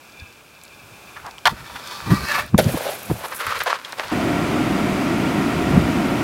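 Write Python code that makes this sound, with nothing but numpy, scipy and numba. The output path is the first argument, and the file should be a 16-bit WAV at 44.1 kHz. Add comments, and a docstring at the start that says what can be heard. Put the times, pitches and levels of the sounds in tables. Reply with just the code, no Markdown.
"""Outdoor hush and a narrow fluttering hiss (filtered noise) lie under grains of ice pattering on a snowskate.
The deck scuffs and pops off a snow bank (stuttering grit), then clacks onto a steel handrail (decaying modes).
It grinds down the rail (grit exciting resonances), lands and rides on over crusty snow (crunch, knocks, spray).
Gusts buffet a small microphone as low noise and sharp slaps; at 4.1 s the outdoor bed and ride stop and a
steady roar, likely a car's heater fan (noise with duct resonances), sets in, with one more gust later."""
import sys
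import numpy as np
from scipy import signal
from scipy.fft import rfft, irfft
from scipy.io import wavfile
from scipy.ndimage import uniform_filter1d
from numba import njit

SR = 44100
rng = np.random.default_rng(int(sys.argv[2]) if len(sys.argv) > 2 else 0)


def unload_audio(sound):
    """Save the sound as a 16-bit wav file, at the path given as the first command line argument."""
    columns = np.transpose(np.atleast_2d(sound))
    # keep every value between -1 and 1, then stretch to whole-number steps
    steps = np.round(np.clip(columns, -1, 1) * 32767)
    wavfile.write(sys.argv[1], SR, steps.astype(np.int16))


N = 274740
T = np.arange(N) / SR  # s
BURST_T = np.arange(SR // 8) / SR  # s, time within one short impact

# Outdoor hush, relative spectrum. Each row: frequency in Hz, density in dB per Hz.
HUSH_SPECTRUM = [(18, -23), (30, -43), (114, -4), (392, -5), (435, -5.5), (471, -5), (1570, -6),
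                 (1890, -15.5), (2450, -4.5), (2870, -12), (15800, -23)]
# Course of the hush. Each row: time in seconds, level in dB.
HUSH_LEVEL = [(0, -47), (.6, -48.5), (1.1, -43.5), (1.4, -46.5), (2.4, -35.5), (2.45, -44.5), (2.57, -49.5),
              (2.7, -32.5), (3.7, -47.5), (4.1, -41)]
# Bands of the fluttering hiss. Each row: centre in Hz, width in Hz, relative level in dB.
FLUTTER_BANDS = [(1640, 83, -10), (2390, 200, -0.5), (2600, 210, -3.5), (3520, 270, -9)]
# Course of the fluttering hiss. Each row: time in seconds, level in dB.
FLUTTER_LEVEL = [(0.0, -52.5), (1.44, -52.5), (1.5, -55), (2.4, -54), (2.54, -51)]
FLUTTER_PER_S, FLUTTER_DEPTH_DB = 23, 1

# Turbulent flow of the roar, relative spectrum. Each row: frequency in Hz, density in dB per Hz.
ROAR_SPECTRUM = [(15, -51), (25, -21), (96, -8), (133, -5), (200, -0.5), (316, -0.5), (473, -15),
                 (709, -10), (812, -17.5), (1390, -15.5), (1680, -22.5), (2260, -19), (4100, -32),
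                 (12700, -42.5), (15800, -48.5)]
# Duct resonances. Each row: centre in Hz, width in Hz, relative density in dB.
DUCT_MODES = [(705, 50, 4), (949, 31, 3), (1374, 27, 4), (1894, 77, -2), (4820, 130, -17)]
ROAR_START_S, ROAR_DB = 4.113, -19.5

# Light breeze on the microphone. Each row: time in seconds, level in dB.
BREEZE = [(0, -61.5), (1.4, -61), (2.8, -51), (3.0, -66), (3.9, -69), (4.1, -53)]
# Gusts. Each row: peak time in seconds, level in dB, rise in seconds, fall in seconds (both for GUST_SPAN_DB).
GUSTS = [(0.222, -43, 0.031, .05), (0.85, -48, .05, .04), (0.93, -48, 0.031, .07), (1.24, -48, .12, .15),
         (1.47, -40, 0.022, 0.037), (1.53, -28, 0.047, 0.026), (1.63, -42.5, 0.12, 0.03),
         (1.76, -42, 0.088, 0.021), (2.07, -27, 0.017, 0.11), (2.125, -16.5, 0.07, 0.068),
         (2.234, -27.5, 0.082, 0.054), (2.45, -36.5, 0.14, .07), (2.548, -15, 0.02, 0.022),
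         (2.6, -18.5, 0.055, 0.049), (2.681, -17.5, 0.097, 0.037), (2.747, -17.5, 0.032, 0.027),
         (3.105, -19, 0.032, 0.076), (3.346, -55, 0.071, 0.064), (3.47, -41.5, 0.025, .15),
         (3.62, -47, .1, .05), (4.05, -45, 0.11, .1), (5.78, -15, 0.18, .13)]
GUST_SPAN_DB, BREEZE_SWELL_DB = 24, 2
# Slaps of air on the capsule; rows only a few ms apart overlap into one compound slap. Each row: time in
# seconds, peak in dB, swing in Hz.
SLAPS = [(0.224, -28, 75), (1.522, -24, 134), (2.109, -16, 111), (2.136, -5, 193), (2.5479, -2, 204),
         (2.553, -5, 113), (2.664, -8.5, 120), (2.745, -27, 130), (3.105, -10, 126), (3.115, -6.5, 380),
         (5.762, -7, 130), (5.779, -1, 200)]

# Faint grains of ice under the approaching deck. Each row: time in seconds, level in dB.
PATTER = [(0, -60.5), (.6, -60), (.9, -63)]
PATTER_PER_S, PATTER_HZ = 40, 4550
# Deck scuffing the take-off. Each row: time in seconds, level in dB, centre in Hz.
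SCUFF = [(1.1, -55, 1070), (1.146, -58, 1280), (1.165, -36, 1380), (1.195, -39, 1370), (1.225, -52, 1140),
         (1.255, -34.5, 990), (1.3, -38.5, 940), (1.362, -57, 870), (1.386, -44, 1040), (1.4, -58, 1040)]

# Fine snow thrown up. Each row: time in seconds, level in dB.
SPRAY = [(2.572, -62), (2.58, -25), (2.66, -43), (2.7, -36), (2.78, -41.5), (2.94, -35.5), (2.966, -45),
         (3.31, -42.5), (3.372, -37), (3.55, -47.5), (3.6, -40), (3.65, -47), (3.82, -59), (3.96, -56),
         (4.0, -50), (4.11, -52)]
# Ride over the crust. Each row: time in seconds, level in dB, deck boom in Hz.
RIDE = [(2.574, -38, 524), (2.588, -11, 500), (2.625, -24, 517), (2.672, -33, 570), (2.936, -27.5, 584),
        (2.962, -36.5, 606), (3.07, -46, 600), (3.116, -30.5, 483), (3.13, -40.5, 498), (3.25, -33, 870),
        (3.268, -42, 940), (3.4, -34.5, 1230), (3.53, -26, 1210), (3.56, -31.5, 1300), (3.655, -33.5, 1320),
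        (3.664, -26.5, 990), (3.73, -24.5, 980), (3.75, -33, 1100), (3.82, -38.5, 1190), (3.938, -37, 980),
        (3.966, -49, 940), (3.996, -33, 890), (4.12, -34.5, 1050)]
DECK_LOW_HZ, DECK_LOW_DB, CRUNCH_DB = 573, -2.5, -14.5

# Dry ticks of ice. Each row: start in seconds, loudest 3 ms in dB, centre in Hz.
TICKS = [(0.6357, -38, 9100), (0.651, -44, 5500), (1.264, -35.5, 5000), (1.31, -38, 4070),
         (1.3803, -45, 6600), (1.388, -43, 5000), (1.4546, -18, 3900), (1.4715, -17.5, 4440),
         (1.8733, -36, 8000), (2.1056, -36, 4090), (2.144, -30, 4290), (2.319, -28, 4280),
         (2.3845, -37, 4730), (2.579, -19, 4430), (2.6424, -28, 5160), (2.462, -40, 11000),
         (2.6748, -37, 11500), (3.031, -32, 12600), (3.283, -34, 9500), (3.3476, -32, 11600),
         (3.4181, -46, 4150), (3.466, -28.5, 10700), (3.5897, -31, 4100), (3.6356, -25.5, 13100),
         (3.663, -48, 4450), (3.923, -28.5, 4270), (3.9843, -34, 4150), (3.9944, -42, 4180),
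         (4.0826, -38, 4400)]
# Ice and crust crunching under the deck. Each row: start in seconds, loudest 3 ms in dB, centre in Hz.
CRACKS = [(1.564, -44, 1110), (1.695, -33, 902), (1.756, -28.5, 1210), (2.105, -25.5, 1190),
          (2.297, -29, 1610), (2.345, -22.5, 1500), (2.378, -20.5, 890), (2.58, -28, 676),
          (2.738, -30, 606), (2.77, -29, 600), (2.807, -34, 624), (2.853, -30, 630), (2.885, -27, 603),
          (3.096, -27, 650), (3.154, -35, 635), (3.233, -26.5, 573), (3.279, -35, 1220),
          (3.323, -30.5, 1260), (3.422, -34, 1280), (3.465, -23, 1310), (3.524, -36, 1340),
          (3.565, -29, 1169), (3.602, -22.5, 1700), (3.661, -21.5, 800), (3.697, -22, 1010),
          (3.845, -33.5, 3100), (3.897, -40, 1320), (3.924, -31, 1340), (3.995, -23.5, 990),
          (4.031, -32, 1730)]
CRACK_T60_S = 0.071
# Hard lumps knocking once on the deck. Each row: start in seconds, peak in dB, pitch in Hz, decay in cycles.
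KNOCKS = [(1.383, -24, 3100, 5), (2.004, -21.5, 1510, 3), (2.295, -26, 598, 26), (2.397, -10, 1470, 1.5),
          (2.546, -13, 1070, 3.6), (2.590, -13, 505, 4.5), (2.6, -10.5, 500, 3.8), (2.772, -15, 544, 3.1),
          (2.808, -16.5, 650, 1.8), (2.866, -14, 606, 2), (2.889, -15, 590, 6.8), (3.238, -34, 900, 1.3),
          (3.468, -17, 1350, 2.6), (3.524, -12.5, 1240, 4.7), (3.606, -12, 1600, 2.4),
          (3.618, -8.5, 1329, 1.7), (3.665, -9, 1410, 0.43), (3.698, -33, 1000, 2.3),
          (3.7291, -2, 1230, 2.3), (3.849, -18.5, 3300, 8.9), (3.93, -13.5, 1290, 0.79),
          (3.997, -2.5, 1690, 0.37), (4.083, -21, 4400, 3)]

# Deck slamming on the rail. Each row: start in seconds, loudest 3 ms in dB.
CLACKS = [(1.4550, -9), (1.4622, -10.5), (1.4692, -10), (1.476, -11.5), (1.4940, -28)]
# Deck modes. Each row: frequency in Hz, relative level in dB, 60 dB decay time in seconds (means for f, level).
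DECK_MODES = [(906, -3, 0.052), (1094, 4.5, 0.029), (1400, 0.5, 0.025), (1680, -0.5, 0.018),
              (1950, -1.5, .02), (2250, -11, 0.024), (2750, -9, .015), (3060, 11, 0.0087),
              (4180, 2.5, 0.019), (5000, -4, .012)]
BOUNCE_S, BOUNCE_DB, BOUNCE_COUNT = .003, 1, 1  # spacing, level against the slam, bounces per slam
SLAM_TREBLE_DB, BOUNCE_TREBLE_DB = -2, -17
DECK_EDGE_HZ = 400  # the board radiates little below this

# Weaker modes of the steel tube. Each row: centre in Hz, width in Hz, relative density in dB.
RAIL_MODES = [(594, 19, -5), (953, 18, -0.5), (1336, 24, -3), (1523, 61, -7), (1716, 106, -3.5),
              (1935, 12, -3.5), (2290, 94, -6.5), (2580, 40, -6), (3160, 99, -2), (4210, 90, -2),
              (4360, 50, -2), (4630, 40, 1), (5060, 34, 0), (6520, 70, -22)]
# Deck grinding on the rail. Each row: time in seconds, level in dB, upper modes in dB, deck boom in Hz.
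GRIND = [(1.484, -24, -11, 1000), (1.504, -28, -6.5, 1010), (1.536, -44.5, -11, 1340),
         (1.61, -41.5, -9, 1410), (1.69, -44, -1.5, 1160), (1.77, -38.5, -4.5, 1240),
         (1.91, -34.5, -1.5, 1130), (1.98, -40, 1.5, 1210), (2.085, -36, -8, 1130), (2.104, -27, -10, 1180),
         (2.21, -30, -4.5, 1260), (2.28, -26.5, -3.5, 1380), (2.312, -21, -9, 1500),
         (2.396, -22, -12.5, 1270), (2.45, -41.5, -5.5, 1500), (2.5, -53, 5, 1460)]
# Gliding squeal. Each row: time in seconds, centre in Hz.
SQUEAL = [(1.9, 3480), (2.28, 4100), (2.35, 3530)]
# Strongest tube mode against the grind. Each row: time in seconds, relative level in dB.
SONG_LEVEL = [(1.8, -25), (1.91, -5), (2.1, -2.5), (2.3, -13)]
SONG_HZ, SONG_WIDTH_HZ = 1173, 26
GRIND_HISS_DB, GRIND_SCRAPE_DB = -18, -4.5
WHISTLE_HZ, WHISTLE_WIDTH_HZ, WHISTLE_DB = 13500, 300, -9
CHATTER_PER_S, CHATTER_DB = 180, 15.5

BASS_HZ, TOP_HZ = 28.2, 15850  # limits of the microphone's range


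def undb(db):
    """Decibels are logarithmic: convert a level to an amplitude ratio."""
    return 10 ** (np.asarray(db) / 20)


def unit(x):
    """Normalise to an rms amplitude of 1."""
    return x / np.sqrt(np.mean(x ** 2))


def line(points):
    """Linear interpolation: join (s, value) points over the whole duration."""
    return np.interp(T, *np.transpose(points))


def columns(table, fade=.004):
    """Linear interpolation of rows; the level column becomes a gain that is shut outside the table."""
    s, db, *rest = np.transpose(table)
    gate = np.clip(np.minimum(T - s[0], s[-1] - T) / fade + 1, 0, 1)
    return [gate * undb(np.interp(T, s, db))] + [np.interp(T, s, c) for c in rest]


@njit
def sweep(x, hz, k):
    """State-variable resonance: a band-pass with gain 1 at a centre that may move every sample."""
    y, b, l = np.empty(len(x)), 0., 0.
    for i in range(len(x)):
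        g = np.tan(np.pi * hz[i] / SR)
        v = (b + g * (x[i] - l)) / (1 + g * (g + k))
        b, l, y[i] = 2 * v - b, l + 2 * g * v, k * v
    return y


def band(x, hz, share):
    """Resonance of bandwidth share * hz."""
    centre = np.clip(hz * np.ones(len(x)), 10, .45 * SR)
    return sweep(x + 1e-18, centre, 1. * share)


def twice(x, hz, share):
    """Cascaded resonance: two equal band-passes give steeper skirts."""
    return band(band(x, hz, share), hz, share)


def walk(rate):
    """Smoothed random modulation: levels held 1 / rate s, averaged twice, rms 1."""
    k = int(SR / rate)
    steps = np.repeat(rng.standard_normal(N // k + 1), k)
    return unit(uniform_filter1d(uniform_filter1d(steps, k), k)[:N])


def coloured(points):
    """Spectral shaping: white noise weighted by (Hz, dB per Hz) points on a log frequency axis."""
    hz, db = np.transpose(points)
    f = np.maximum(np.fft.rfftfreq(N, 1 / SR), 1)
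    weight = undb(np.interp(np.log(f), np.log(hz), db))
    return unit(irfft(rfft(rng.standard_normal(N)) * weight, N))


def grit(spread_db, flicker_db, rate):
    """Granular friction: dense grains of uneven size whose flow stutters."""
    size = np.minimum(rng.exponential(size=N), 4)
    return rng.standard_normal(N) * undb(spread_db * size + flicker_db * walk(rate))


def chatter():
    """Stick-slip: sparse slips of the edge among the grains, as lone pulses at random moments."""
    return (rng.random(N) < CHATTER_PER_S / SR) * rng.standard_normal(N) * undb(CHATTER_DB)


def board(x):
    """Acoustic short circuit: a thin board radiates no bass."""
    return signal.sosfilt(signal.butter(4, DECK_EDGE_HZ, "high", fs=SR, output="sos"), x)


def decay(t60):
    """Exponential damping by 60 dB in t60 seconds."""
    return np.exp(-np.log(1000) * BURST_T / t60)


def onset(s):
    """Finite contact time: an impact builds up with time constant s."""
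    return 1 - np.exp(-BURST_T / s)


def burst(t60):
    """Impact excitation: exponentially decaying noise."""
    return rng.standard_normal(len(BURST_T)) * decay(t60)


def add(out, s, sound, db):
    """Superposition: place a sound with its loudest 3 ms at db rms."""
    i = int(s * SR)
    sound = sound[:N - i]
    loudest = np.sqrt(np.max(uniform_filter1d(sound ** 2, size=SR // 330)))
    out[i:i + len(sound)] += sound * undb(db) / loudest


def hush():
    """Diffuse ambient sound: shaped noise whose level wavers slightly."""
    return columns(HUSH_LEVEL)[0] * coloured(HUSH_SPECTRUM) * undb(0.14 * walk(19))


def flutter():
    """Amplitude modulation: narrow bands of stuttering noise flutter together."""
    rustle = grit(1.3, 3.9, 70)
    bands = sum(undb(db) * unit(twice(rustle, f, 0.5 * w / f)) for f, w, db in FLUTTER_BANDS)
    flicker = undb(FLUTTER_DEPTH_DB * walk(FLUTTER_PER_S))
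    return columns(FLUTTER_LEVEL, fade=0.03)[0] * flicker * unit(bands)


def roar():
    """Turbulent air in ducts: broad noise, duct resonances and a low end that throbs unevenly."""
    flow = coloured(ROAR_SPECTRUM)
    duct = sum(undb(db) * np.sqrt(w) * unit(band(rng.standard_normal(N), f, w / f)) for f, w, db in DUCT_MODES)
    throb = band(flow, 210, 0.55) * (undb(0.51 * walk(33)) - 1)
    start = np.clip((T - ROAR_START_S) / 0.0039, 0, 1)
    return start * undb(ROAR_DB) * (flow + throb + 0.21 * unit(duct))


def gusts():
    """Turbulent pressure: eddies on the capsule make low, lumpy noise that brightens with strength."""
    gain = columns(BREEZE)[0] * undb(BREEZE_SWELL_DB * walk(15))
    for s, db, rise, fall in GUSTS:
        gain = gain + undb(db - GUST_SPAN_DB * np.maximum((s - T) / rise, (T - s) / fall))
    eddies = rng.standard_normal(N) * undb(1.15 * walk(60))
    rumble = twice(eddies, 70 + 200 * np.sqrt(gain), 1.44)
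    bright = 0.0063 * band(eddies, 600, 0.88) * gain / gain.max()
    return gain * unit(rumble + bright)


def slaps():
    """Pressure transient: a sudden suction between two swells of pressure."""
    out = np.zeros(N)
    for s, db, hz in SLAPS:
        near = slice(int(s * SR) - 1500, int(s * SR) + 1500)
        turn = (T[near] - s) * hz  # cycles from the centre
        out[near] -= undb(db) * np.cos(2 * np.pi * turn) * np.exp(-np.abs(turn / 0.61) ** 1.4)
    return out


def patter():
    """Random impacts: ice grains of uneven strength patter on the run-up."""
    impacts = (rng.random(N) < PATTER_PER_S / SR) * rng.random(N)
    grains = signal.lfilter([1], [1, -.98], impacts) * rng.standard_normal(N)
    return columns(PATTER)[0] * unit(band(grains, PATTER_HZ, 0.28))


def scuff():
    """Granular friction: the tail drags and pops off packed snow."""
    gain, hz = columns(SCUFF)
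    drag = band(band(grit(3.8, 2.6, 59.5), hz, 0.61), hz, 0.85)
    return gain * unit(drag)


def spray():
    """Granular noise: fine snow thrown up hisses in a high band."""
    return columns(SPRAY)[0] * unit(band(grit(4.9, 2.6, 100), 11100, 0.58))


def ticks():
    """Brittle fracture: each dry tick of ice is a short filtered noise burst."""
    out = np.zeros(N)
    for s, db, hz in TICKS:
        add(out, s, band(burst(0.014) * onset(0.00032), hz, 0.65), db)
    return out


def cracks():
    """Crumbling fracture: ice and crust give way in bursts with a softer onset."""
    out = np.zeros(N)
    for s, db, hz in CRACKS:
        crumble = burst(CRACK_T60_S) * onset(.003)
        body = band(band(crumble, hz, 0.83), hz, 2.3)
        add(out, s, body + 0.03 * band(crumble, 5100, 3.2), db)
    return out


def knocks():
    """Heavily damped oscillation: a hard lump strikes the deck and its tone dies away over the given cycles."""
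    out, t = np.zeros(N), BURST_T
    for s, db, hz, cycles in KNOCKS:
        knock = -np.sin(2 * np.pi * hz * t) * np.exp(-2.2 * t * hz / cycles) * (1 - np.exp(-t * hz * 6))
        i = int(s * SR)
        out[i:i + len(t)] += undb(db) * knock / np.max(np.abs(knock))
    return out


def ride():
    """Forced vibration: crust crushed in uneven grains makes the board boom and the snow crunch."""
    gain, hz = columns(RIDE)
    crush = unit(grit(1.9, 3.75, 60)) + chatter()
    boom = band(band(crush, hz, 0.51), hz, 2.4)
    low = undb(DECK_LOW_DB) * band(crush, DECK_LOW_HZ, 0.31)
    deck = unit(board(boom + low + 0.35 * twice(crush, 1470, 1.0)))
    crunch = unit(twice(crush, 2980, 0.92))
    return gain * (deck + undb(CRUNCH_DB + 2.2 * walk(24)) * crunch)


def deck_ring(treble_db):
    """Modal decay: a blow rings the deck modes, slightly varied each time, under a noisy snap."""
    ring = np.zeros(len(BURST_T))
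    for f, db, t60 in DECK_MODES:
        level_shift, pitch_shift = rng.standard_normal(2)
        level = undb(db + 2 * level_shift + treble_db * (f > 2500))
        ring += level * np.sin(2 * np.pi * f * (1 + 0.059 * pitch_shift) * BURST_T) * decay(t60)
    snap = band(burst(0.018), 3000, 0.64)
    return (ring + 3 * undb(treble_db) * snap) * onset(0.00032)


def clacks():
    """Impact excitation: slams and their duller bounces ring the deck and the steel tube."""
    out, blows = np.zeros(N), np.zeros(N)
    slams = [(s, db, SLAM_TREBLE_DB) for s, db in CLACKS]
    bounces = [(s + k * BOUNCE_S, db + BOUNCE_DB, BOUNCE_TREBLE_DB)
               for s, db in CLACKS for k in range(1, BOUNCE_COUNT + 1)]
    for s, db, treble_db in slams + bounces:
        add(out, s, deck_ring(treble_db), db)
        blows[int(s * SR)] = undb(db)
    # struck, the tube sings on with much narrower modes than when a deck damps it
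    return out + sum(undb(db + 19) * band(blows, f, .15 * w / f) for f, w, db in RAIL_MODES)


def rail_mode(rub, f, w, db):
    """Driven resonance: one tube mode swells and bends at random, as the loaded spot moves."""
    return undb(db + 4 * walk(17)) * unit(band(rub, f * (1 + 0.017 * walk(6)), w / f)) * np.sqrt(w)


def grind():
    """Stick-slip excitation: grit rings tube and deck; one squeal glides over scrape and hiss."""
    gain, upper_db, hz = columns(GRIND)
    rub = unit(grit(2.5, 2.33, 70)) + chatter()
    low = sum(rail_mode(rub, *mode) for mode in RAIL_MODES if mode[0] < 3000)
    high = sum(rail_mode(rub, *mode) for mode in RAIL_MODES if mode[0] >= 3000)
    song = unit(band(rub, SONG_HZ * (1 + 0.013 * walk(8.24)), SONG_WIDTH_HZ / SONG_HZ))
    deck = unit(band(band(rub, hz, 0.4), hz, 2.0))
    scrape = unit(twice(rub, 3400, 0.85))
    squeal = unit(band(rub, line(SQUEAL), 0.1))
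    whistle = unit(band(band(rub, WHISTLE_HZ, WHISTLE_WIDTH_HZ / WHISTLE_HZ), WHISTLE_HZ, .05))
    hiss = unit(band(band(rub, 8400, 1.6), 9000, 2.7)) + undb(WHISTLE_DB) * whistle
    broad = undb(GRIND_SCRAPE_DB + 1.4 * walk(14))  # shared swell of deck and scrape
    upper = 0.39 * unit(high) + 0.45 * squeal + 0.62 * broad * scrape
    tube = 0.69 * unit(low) + undb(line(SONG_LEVEL)) * song
    top = undb(GRIND_HISS_DB + 2.1 * walk(16)) * hiss
    return gain * (tube + broad * deck + undb(upper_db) * upper + top)


def scene():
    """Superposition: the pressures of all sources add at one point."""
    background = hush() + flutter() + roar() + gusts() + slaps()
    snow = patter() + scuff() + spray() + ride()
    impacts = board(ticks() + cracks() + knocks() + clacks())
    return (background + snow + impacts + grind())[None]


def record(dry):
    """Band limiting and overload: the deepest bass is lost, the strongest peaks clip, the top is cut."""
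    thin = signal.sosfilt(signal.butter(2, BASS_HZ, "high", fs=SR, output="sos"), dry)
    top = signal.ellip(12, .2, 80, TOP_HZ, fs=SR, output="sos")
    return signal.sosfilt(top, np.clip(thin, -.97, .97))


dry = scene()
out = record(dry)
unload_audio(out)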